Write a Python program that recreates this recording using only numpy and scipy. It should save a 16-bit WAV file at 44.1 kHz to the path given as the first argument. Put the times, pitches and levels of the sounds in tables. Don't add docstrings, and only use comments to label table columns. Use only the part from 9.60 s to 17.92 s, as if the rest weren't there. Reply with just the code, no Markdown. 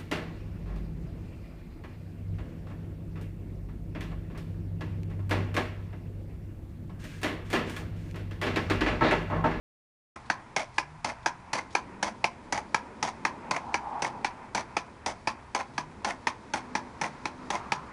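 import sys
import numpy as np
from scipy import signal
from scipy.fft import rfft, irfft, next_fast_len
from scipy.io import wavfile

SR = 44100
rng = np.random.default_rng(int(sys.argv[2]) if len(sys.argv) > 2 else 0)


def dump(signal):
    limited = np.clip(np.atleast_2d(signal).T, -1, 1)
    pcm = np.round(limited * 32767).astype(np.int16)
    wavfile.write(sys.argv[1], SR, pcm)


N = 366912
START_S = .5585


def from_db(db):
    return 10 ** (np.asarray(db) / 20)


def rms_one(x):
    return x / np.sqrt(np.mean(x ** 2) + 1e-20)


def add(out, s, sound):
    at = round(s * SR)
    out[at:at + len(sound)] += sound[:N - at]


def in_time(rows):
    s, *columns = np.transpose(rows)
    return [np.interp(np.arange(N) / SR, s, c) for c in columns]


def drift(rate_hz):
    r = np.exp(-80 * np.pi * rate_hz / SR)
    slow = signal.lfilter([1], [1, -2 * r, r * r], rng.standard_normal(N // 40 + 2002))[2000:]
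    return np.interp(np.arange(N) / 40, np.arange(len(slow)), rms_one(slow))


def coloured(spectrum, flicker_db, rate_hz):
    size = next_fast_len(N)
    hz, db = np.transpose(spectrum)
    bins_hz = np.arange(size // 2 + 1) * SR / size
    gain = from_db(np.interp(np.log(bins_hz + 1), np.log(hz), db))
    noise = irfft(rfft(rng.standard_normal(size)) * gain, size)[:N]
    return rms_one(noise * from_db(flicker_db * drift(rate_hz)))


def resonance(x, hz, width):
    r = np.exp(-np.pi * width / SR)
    poles = [1, -2 * r * np.cos(2 * np.pi * hz / SR), r * r]
    return signal.lfilter(np.array([1, 0, -1]) * (1 - r * r) / 2, poles, x)


def contacts(surface, alike):
    return np.sqrt(alike) * surface + np.sqrt(1 - alike) * rng.standard_normal(len(surface))


def shaking(contact, rise_s, hit_t60_s, rattle_db, length_s, sag_db, fade_s, grains_db):
    t = np.arange(len(contact)) / SR
    hit = (1 - np.exp(-(t / rise_s) ** 2)) * from_db(-60 * t / hit_t60_s)
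    decay = from_db(rattle_db - sag_db * t / length_s - 60 * np.maximum(t - length_s, 0) / fade_s)
    noise = rng.standard_normal(len(t))
    grains = rms_one(noise * from_db(grains_db * np.minimum(rng.exponential(1, len(t)), 4)))
    bunches = rms_one(signal.lfilter(*signal.butter(2, 150, fs=SR), rng.standard_normal(len(t))))
    rattle = grains * from_db(1.5 * bunches) * decay * np.minimum(t / 0.0037, 1)
    return np.array([contact * hit, rattle])


# (frequency [Hz], bandwidth [Hz], landing level [dB], take-off level [dB])
STICK_MODES = [(124, 145, -5, -5), (229, 81, -2.5, -2.5), (321, 63, -5.5, -3), (593, 103, -4, -10),
               (670, 66, -4.5, -8), (852, 135, 1, 2.5), (1030, 74, -3.5, -4), (1067, 19, -15, -18),
               (1300, 130, -7, 0), (1502, 155, -3, -7), (1722, 170, -1.5, 3), (1953, 270, 0, -13.5),
               (2150, 107, 1, -13), (2390, 280, -0.5, 4.5), (3200, 630, 0, 0), (3900, 920, -6.5, -3.5),
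               (4590, 360, -1.5, -0.5), (5430, 960, -1.5, 0.5), (5724, 390, -1, -0.5),
               (6240, 250, -1.5, -6), (7060, 870, -11, -43), (8700, 1000, -10, -21),
               (9670, 360, -10.5, -11.5)]
AT_LANDING, AT_TAKE_OFF = 2, 3
THUD, BODY, CLANG, GRIT = range(4)
BODY_HZ, CLANG_HZ, GRIT_HZ = 450, 1500, 2800


def blow(force, column, bands_db, favoured_hz, detune, duller_db=(0, 0, 0, 0), db_per_octave=5):
    scatter = rng.standard_normal((len(STICK_MODES), 2))
    signs = rng.choice([-1., 1.], (len(STICK_MODES), force.shape[1]))
    bands = np.zeros((4,) + force.shape)
    for k, mode in enumerate(STICK_MODES):
        hz, width = mode[:2]
        band = sum(hz > edge for edge in (BODY_HZ, CLANG_HZ, GRIT_HZ))
        octaves_away = abs(np.log2(hz / favoured_hz[band - BODY])) if band in (BODY, CLANG) else 0
        level_db = mode[column] + 1.5 * scatter[k, 0] - db_per_octave * octaves_away
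        drive = force * signs[k] if band == GRIT else force * [np.ones_like(signs[k]), signs[k]]
        ringing = resonance(drive, hz * (1 + detune * scatter[k, 1]), width)
        bands[band] += from_db(level_db) * np.sqrt(100 / width) * (-1) ** k * ringing
    bands[CLANG] = signal.sosfilt(signal.butter(4, GRIT_HZ, fs=SR, output="sos"), bands[CLANG])
    bands[GRIT] = signal.sosfilt(signal.butter(2, GRIT_HZ, "high", fs=SR, output="sos"), bands[GRIT])
    bands[GRIT] = signal.lfilter(*signal.butter(1, 7000, fs=SR), bands[GRIT])
    force_energy = np.sum(force ** 2, axis=1, keepdims=True)
    bands /= np.sqrt(np.sum(bands ** 2, axis=2, keepdims=True) / force_energy)
    hit, rattle = bands[:, 0], bands[:, 1]
    rattle[GRIT] *= from_db(-49 * np.arange(force.shape[1]) / SR)
    rattle *= from_db(-np.array(duller_db))[:, None]
    return from_db(bands_db) @ (hit + rattle)


def opening_rattle(stop):
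    out = np.zeros(N)
    force = shaking(contacts(stop, alike=0), rise_s=0.00045, hit_t60_s=0.048, rattle_db=0,
                    length_s=0.013, sag_db=5, fade_s=0.22, grains_db=4)
    ring = blow(force, AT_LANDING, [-11, -1.5, -10.5, -19], favoured_hz=(950, 2100), detune=0.018)
    add(out, START_S, from_db(-39) * ring)
    return out


def echoes(x, level_db=-23.5, t60_s=0.27, cutoff_hz=1460):
    t = np.arange(round(.5 * SR)) / SR
    wash = rng.standard_normal(len(t)) * from_db(-60 * t / t60_s) * (t > .012)
    wash = signal.lfilter(*signal.butter(1, cutoff_hz, fs=SR), wash)
    return from_db(level_db) * signal.fftconvolve(x, wash / np.sqrt(np.sum(wash ** 2)))[:N]


# (time [s], rumble level [dB], tyre roar level [dB])
TRAFFIC_LEVELS = [(0.8, -55, -51.5), (1.6, -61.5, -52.5), (2.3, -50.5, -50.5), (3.0, -50.5, -51.5),
                  (3.8, -45, -50.5), (4.5, -50.5, -50.5), (5.6, -55, -51.5), (6.6, -52, -52.5),
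                  (7.1, -49, -51), (8.0, -47.5, -48.5), (8.32, -52, -51.5)]
# (frequency [Hz], relative spectral density [dB])
DRONE_SPECTRUM = [(13, -38), (22, -2.5), (48, -9), (70, 2), (97, -1.5), (130, -0.5),
                  (170, -25), (290, -120)]
RUMBLE_SPECTRUM = [(76, -29), (130, -10), (162, -6.5), (242, -1), (286, -5.5), (344, -6.5), (600, -11.5),
                   (780, -36), (1320, -120)]
ROAR_SPECTRUM = [(450, -25), (650, -6), (800, -3.5), (950, 2.5), (1150, -6), (1600, -9.5), (2000, -11),
                 (2600, -15), (3100, -32), (5000, -80)]
HISS_SPECTRUM = [(1760, -34), (3000, 8), (4520, 3.5), (4960, 4), (5870, 1.5), (7310, -1), (10500, -6.5),
                 (13600, -62), (22000, -120)]


def traffic():
    rumble_db, roar_db = in_time(TRAFFIC_LEVELS)
    hiss_db = -67 + 0.2 * (rumble_db - rumble_db.mean())
    return (from_db(-55) * coloured(DRONE_SPECTRUM, flicker_db=0.8, rate_hz=3.8)
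            + from_db(rumble_db) * coloured(RUMBLE_SPECTRUM, flicker_db=1.34, rate_hz=3.5)
            + from_db(roar_db) * coloured(ROAR_SPECTRUM, flicker_db=1.5, rate_hz=4.5)
            + from_db(hiss_db) * coloured(HISS_SPECTRUM, flicker_db=0.7, rate_hz=20))


def slide():
    t = np.arange(N) / SR
    times_landed = np.searchsorted([START_S] + [row[0] for row in LANDINGS], t)
    times_lifted = np.searchsorted([row[0] for row in CLACKS], t)
    hiss = rms_one(resonance(rng.standard_normal(N), hz=4500, width=1600))
    return from_db(-72 + 1.5 * drift(24)) * (times_landed - times_lifted) * hiss


# (time [s], level [dB], centre frequency [Hz])
RUSTLES = [(.655, -59, 3900), (1.14, -60, 5500), (1.157, -56, 4000), (1.626, -59, 3400), (2.104, -54, 3800),
           (2.124, -55, 5500), (4.13, -56, 4500), (4.39, -58, 3600), (6.134, -60, 3800)]


def rustles(rise_s=0.004, decay_s=0.021):
    out, t = np.zeros(N), np.arange(round(.1 * SR)) / SR
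    for s, level_db, hz in RUSTLES:
        puff = rms_one(resonance(rng.standard_normal(len(t)), hz, width=1740))
        add(out, s, from_db(level_db) * puff * np.minimum(t / rise_s, 1) * np.exp(-t / decay_s))
    return out


# (time [s], body level [dB], clang re body [dB], rattle level [dB], twang level [dB],
# favoured clang frequency [Hz])
CLACKS = [(0.699, -11.5, 1, -30, -41, 1640), (1.181, -10.5, 0, -30, -39.5, 2520),
          (1.659, -8.5, -2.5, -27, -40, 1890), (2.150, -9.5, -1.5, -29, -36, 1910),
          (2.641, -8.5, -1.5, -29.5, -42, 2380), (3.144, -8, -2.5, -29.5, -38.5, 2380),
          (3.65, -11, 0.5, -31, -36.5, 1680), (4.141, -12, 0.5, -30.5, -41, 2370),
          (4.645, -11, -2.5, -30.5, -40.5, 2440), (5.166, -12.5, -3, -31, -42.5, 2400),
          (5.672, -12.5, -3, -28, -41.5, 2410), (6.178, -14, -3, -31.5, -40, 1520),
          (6.669, -11.5, -1, -29, -40, 2370), (7.151, -13.5, -2, -30, -41.5, 1710),
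          (7.654, -15, -2.5, -35.5, -46, 2370), (8.119, -9.5, -4, -31, -40, 2390)]


def clacks(stop, thud_db=-23.5):
    out = np.zeros(N)
    for s, body_db, clang_db, rattle_db, _, clang_hz in CLACKS:
        force = shaking(contacts(stop, alike=0.42), rise_s=0.0013, hit_t60_s=0.018,
                        rattle_db=rattle_db - body_db, length_s=0.027,
                        sag_db=11, fade_s=0.62, grains_db=0.5)
        bands_db = [thud_db, body_db, body_db + clang_db, body_db - 11]
        add(out, s, blow(force, AT_TAKE_OFF, bands_db, favoured_hz=(815, clang_hz), detune=0.029,
                         duller_db=[0, 1.5, 1.5, -6]))
    return out


def twang(pitch_hz=1010, width_hz=70, swell_s=0.026):
    out, t = np.zeros(N), np.arange(round(.15 * SR)) / SR
    swell = (t / swell_s * np.exp(1 - t / swell_s)) ** 2
    for s, *_, twang_db, _ in CLACKS:
        hz = pitch_hz * (1 + 0.023 * rng.standard_normal())
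        ring = resonance(resonance(rng.standard_normal(len(t)), hz, width_hz), hz, width_hz)
        add(out, s, from_db(twang_db) * swell * rms_one(ring))
    return out


# (time [s], body level [dB], clang re body [dB], grit re body [dB], rattle length [s],
# favoured clang frequency [Hz])
LANDINGS = [(0.963, -21, 1.5, -3.5, 0.057, 2100), (1.445, -23.5, -5, -5.5, 0.059, 1760),
            (1.931, -23, -1.5, -3.5, 0.06, 2160), (2.427, -20.5, -1.5, -4, 0.057, 2002),
            (2.924, -21, -3.5, -5, 0.061, 2070), (3.427, -20, -5.5, -4.5, 0.064, 2030),
            (3.91, -19, -4, -8.5, 0.065, 2030), (4.421, -22.5, -4.5, -5.5, 0.053, 1770),
            (4.948, -24, -1.5, -4, 0.056, 1540), (5.461, -23, -5.5, -4.5, 0.045, 2210),
            (5.948, -19.5, -5.5, -8, 0.062, 2320), (6.446, -21.5, -4.5, -6.5, 0.067, 1700),
            (6.936, -22.5, -2, -5.5, 0.041, 2100), (7.413, -23.5, -2.5, -7, 0.055, 2010),
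            (7.903, -22, -5.5, -8, 0.067, 2150)]


def landings(tip, thud_db=-32.5, rattle_db=-36.5):
    out = np.zeros(N)
    for s, body_db, clang_db, grit_db, length_s, clang_hz in LANDINGS:
        force = shaking(contacts(tip, alike=0.42), rise_s=.0001, hit_t60_s=0.042,
                        rattle_db=rattle_db - body_db, length_s=length_s,
                        sag_db=2, fade_s=0.13, grains_db=5.5)
        bands_db = [thud_db, body_db, body_db + clang_db, body_db + grit_db]
        add(out, s, blow(force, AT_LANDING, bands_db, favoured_hz=(870, clang_hz), detune=0.024,
                         duller_db=[-1.5, -2.5, 2.5, 1]))
    return out


# (time [s], body level [dB], clang re body [dB])
KNOCKS = [(0.9944, -24.5, -19), (1.4716, -34, -2), (1.497, -30, 2), (1.9859, -27.5, 4.5), (2.9504, -31, 0),
          (2.9761, -23, -4.5), (3.4798, -31, 1), (3.9434, -33, 3), (3.9633, -23, -0.5), (4.4458, -21.5, -1),
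          (4.9754, -26.5, -3.5), (5.9614, -25, -8), (6.0038, -32.5, 3.5), (6.5044, -25.5, 0),
          (7.4392, -31, 7.5), (7.9524, -23, -5.5)]


def knocks(stop):
    out = np.zeros(N)
    for s, body_db, clang_db in KNOCKS:
        force = shaking(contacts(stop, alike=.3), rise_s=.0003, hit_t60_s=.025, rattle_db=-40,
                        length_s=.01, sag_db=0, fade_s=.05, grains_db=0)
        ring = blow(force, AT_LANDING, [-20, 0, clang_db, -12], favoured_hz=(880, 2080),
                    detune=0.014, db_per_octave=27)
        add(out, s, from_db(body_db) * ring)
    return out


# (time [s], frequency [Hz], main order level [dB], upper order level [dB])
ENGINE_NOTE = [(.95, 118, -69, -68), (1.37, 157, -51.5, -70), (1.5, 164, -61, -72), (1.85, 178, -59, -68),
               (2.15, 179, -67, -62), (2.42, 199, -49.5, -58), (2.65, 222, -64, -66)]


def engine(fade_s=0.2):
    hz, main_db, upper_db = in_time(ENGINE_NOTE)
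    t, phase = np.arange(N) / SR, 2 * np.pi * np.cumsum(hz) / SR
    fade = np.clip(np.minimum(t - ENGINE_NOTE[0][0], ENGINE_NOTE[-1][0] - t) / fade_s, 0, 1)
    orders = from_db(main_db) * np.sin(phase) + from_db(upper_db) * np.sin(1.5 * phase)
    return np.sqrt(2) * fade * from_db(1.5 * drift(16)) * orders


# (peak time [s], rise [s], fall [s], frequency [Hz], bandwidth [Hz], level [dB])
PASSING_CARS = [(4.35, 0.47, 0.37, 858, 298, -39), (7.6, 0.88, 1.2, 4180, 3500, -68),
                (8.1, 0.29, 0.3, 1030, 576, -46.5)]


def passing_cars():
    out, t = np.zeros(N), np.arange(N) / SR
    for s, rise_s, fall_s, hz, width, level_db in PASSING_CARS:
        swell = np.exp(-((t - s) / np.where(t < s, rise_s, fall_s)) ** 2)
        band = resonance(resonance(rng.standard_normal(N), hz, width), hz, width)
        out += from_db(level_db + 2 * drift(6.2)) * swell * rms_one(band)
    return out


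# (peak time [s], length [s], start frequency [Hz], end frequency [Hz], level [dB])
HUMS = [(5.718, 0.082, 224, 240, -49.5), (6.22, 0.23, 134, 163, -51), (7.154, 0.32, 251, 250, -50),
        (7.5, 0.12, 150, 147, -51.5), (7.799, 0.39, 257, 250, -54), (8.18, 0.12, 141, 159, -51)]


def hums():
    out, t = np.zeros(N), np.arange(N) / SR
    for s, length_s, from_hz, to_hz, level_db in HUMS:
        cycles = (from_hz + to_hz) / 2 * (t - s) + (to_hz - from_hz) / length_s * (t - s) ** 2 / 2
        swell = np.exp(-(2 * (t - s) / length_s) ** 2)
        out += from_db(level_db) * np.sqrt(2) * swell * np.sin(2 * np.pi * cycles)
    return out * from_db(0.76 * drift(12))


def scene():
    tip, stop = rng.choice([-1., 1.], (2, round(.2 * SR)))
    tip[:12] = -1
    stick = landings(tip) + clacks(stop) + knocks(stop) + opening_rattle(stop) + twang()
    near = stick + echoes(stick) + slide() + rustles()
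    return (near + traffic() + passing_cars() + engine() + hums())[None]


def record(dry, hiss_db=-73, cutoff_hz=11340):
    heard = dry + from_db(hiss_db) * rng.standard_normal(N)
    gate = np.clip((np.arange(N) / SR - START_S) / 0.0011, 0, 1)
    return signal.sosfilt(signal.cheby2(14, 50, cutoff_hz, fs=SR, output="sos"), heard * gate)


dry = scene()
out = record(dry)
dump(out)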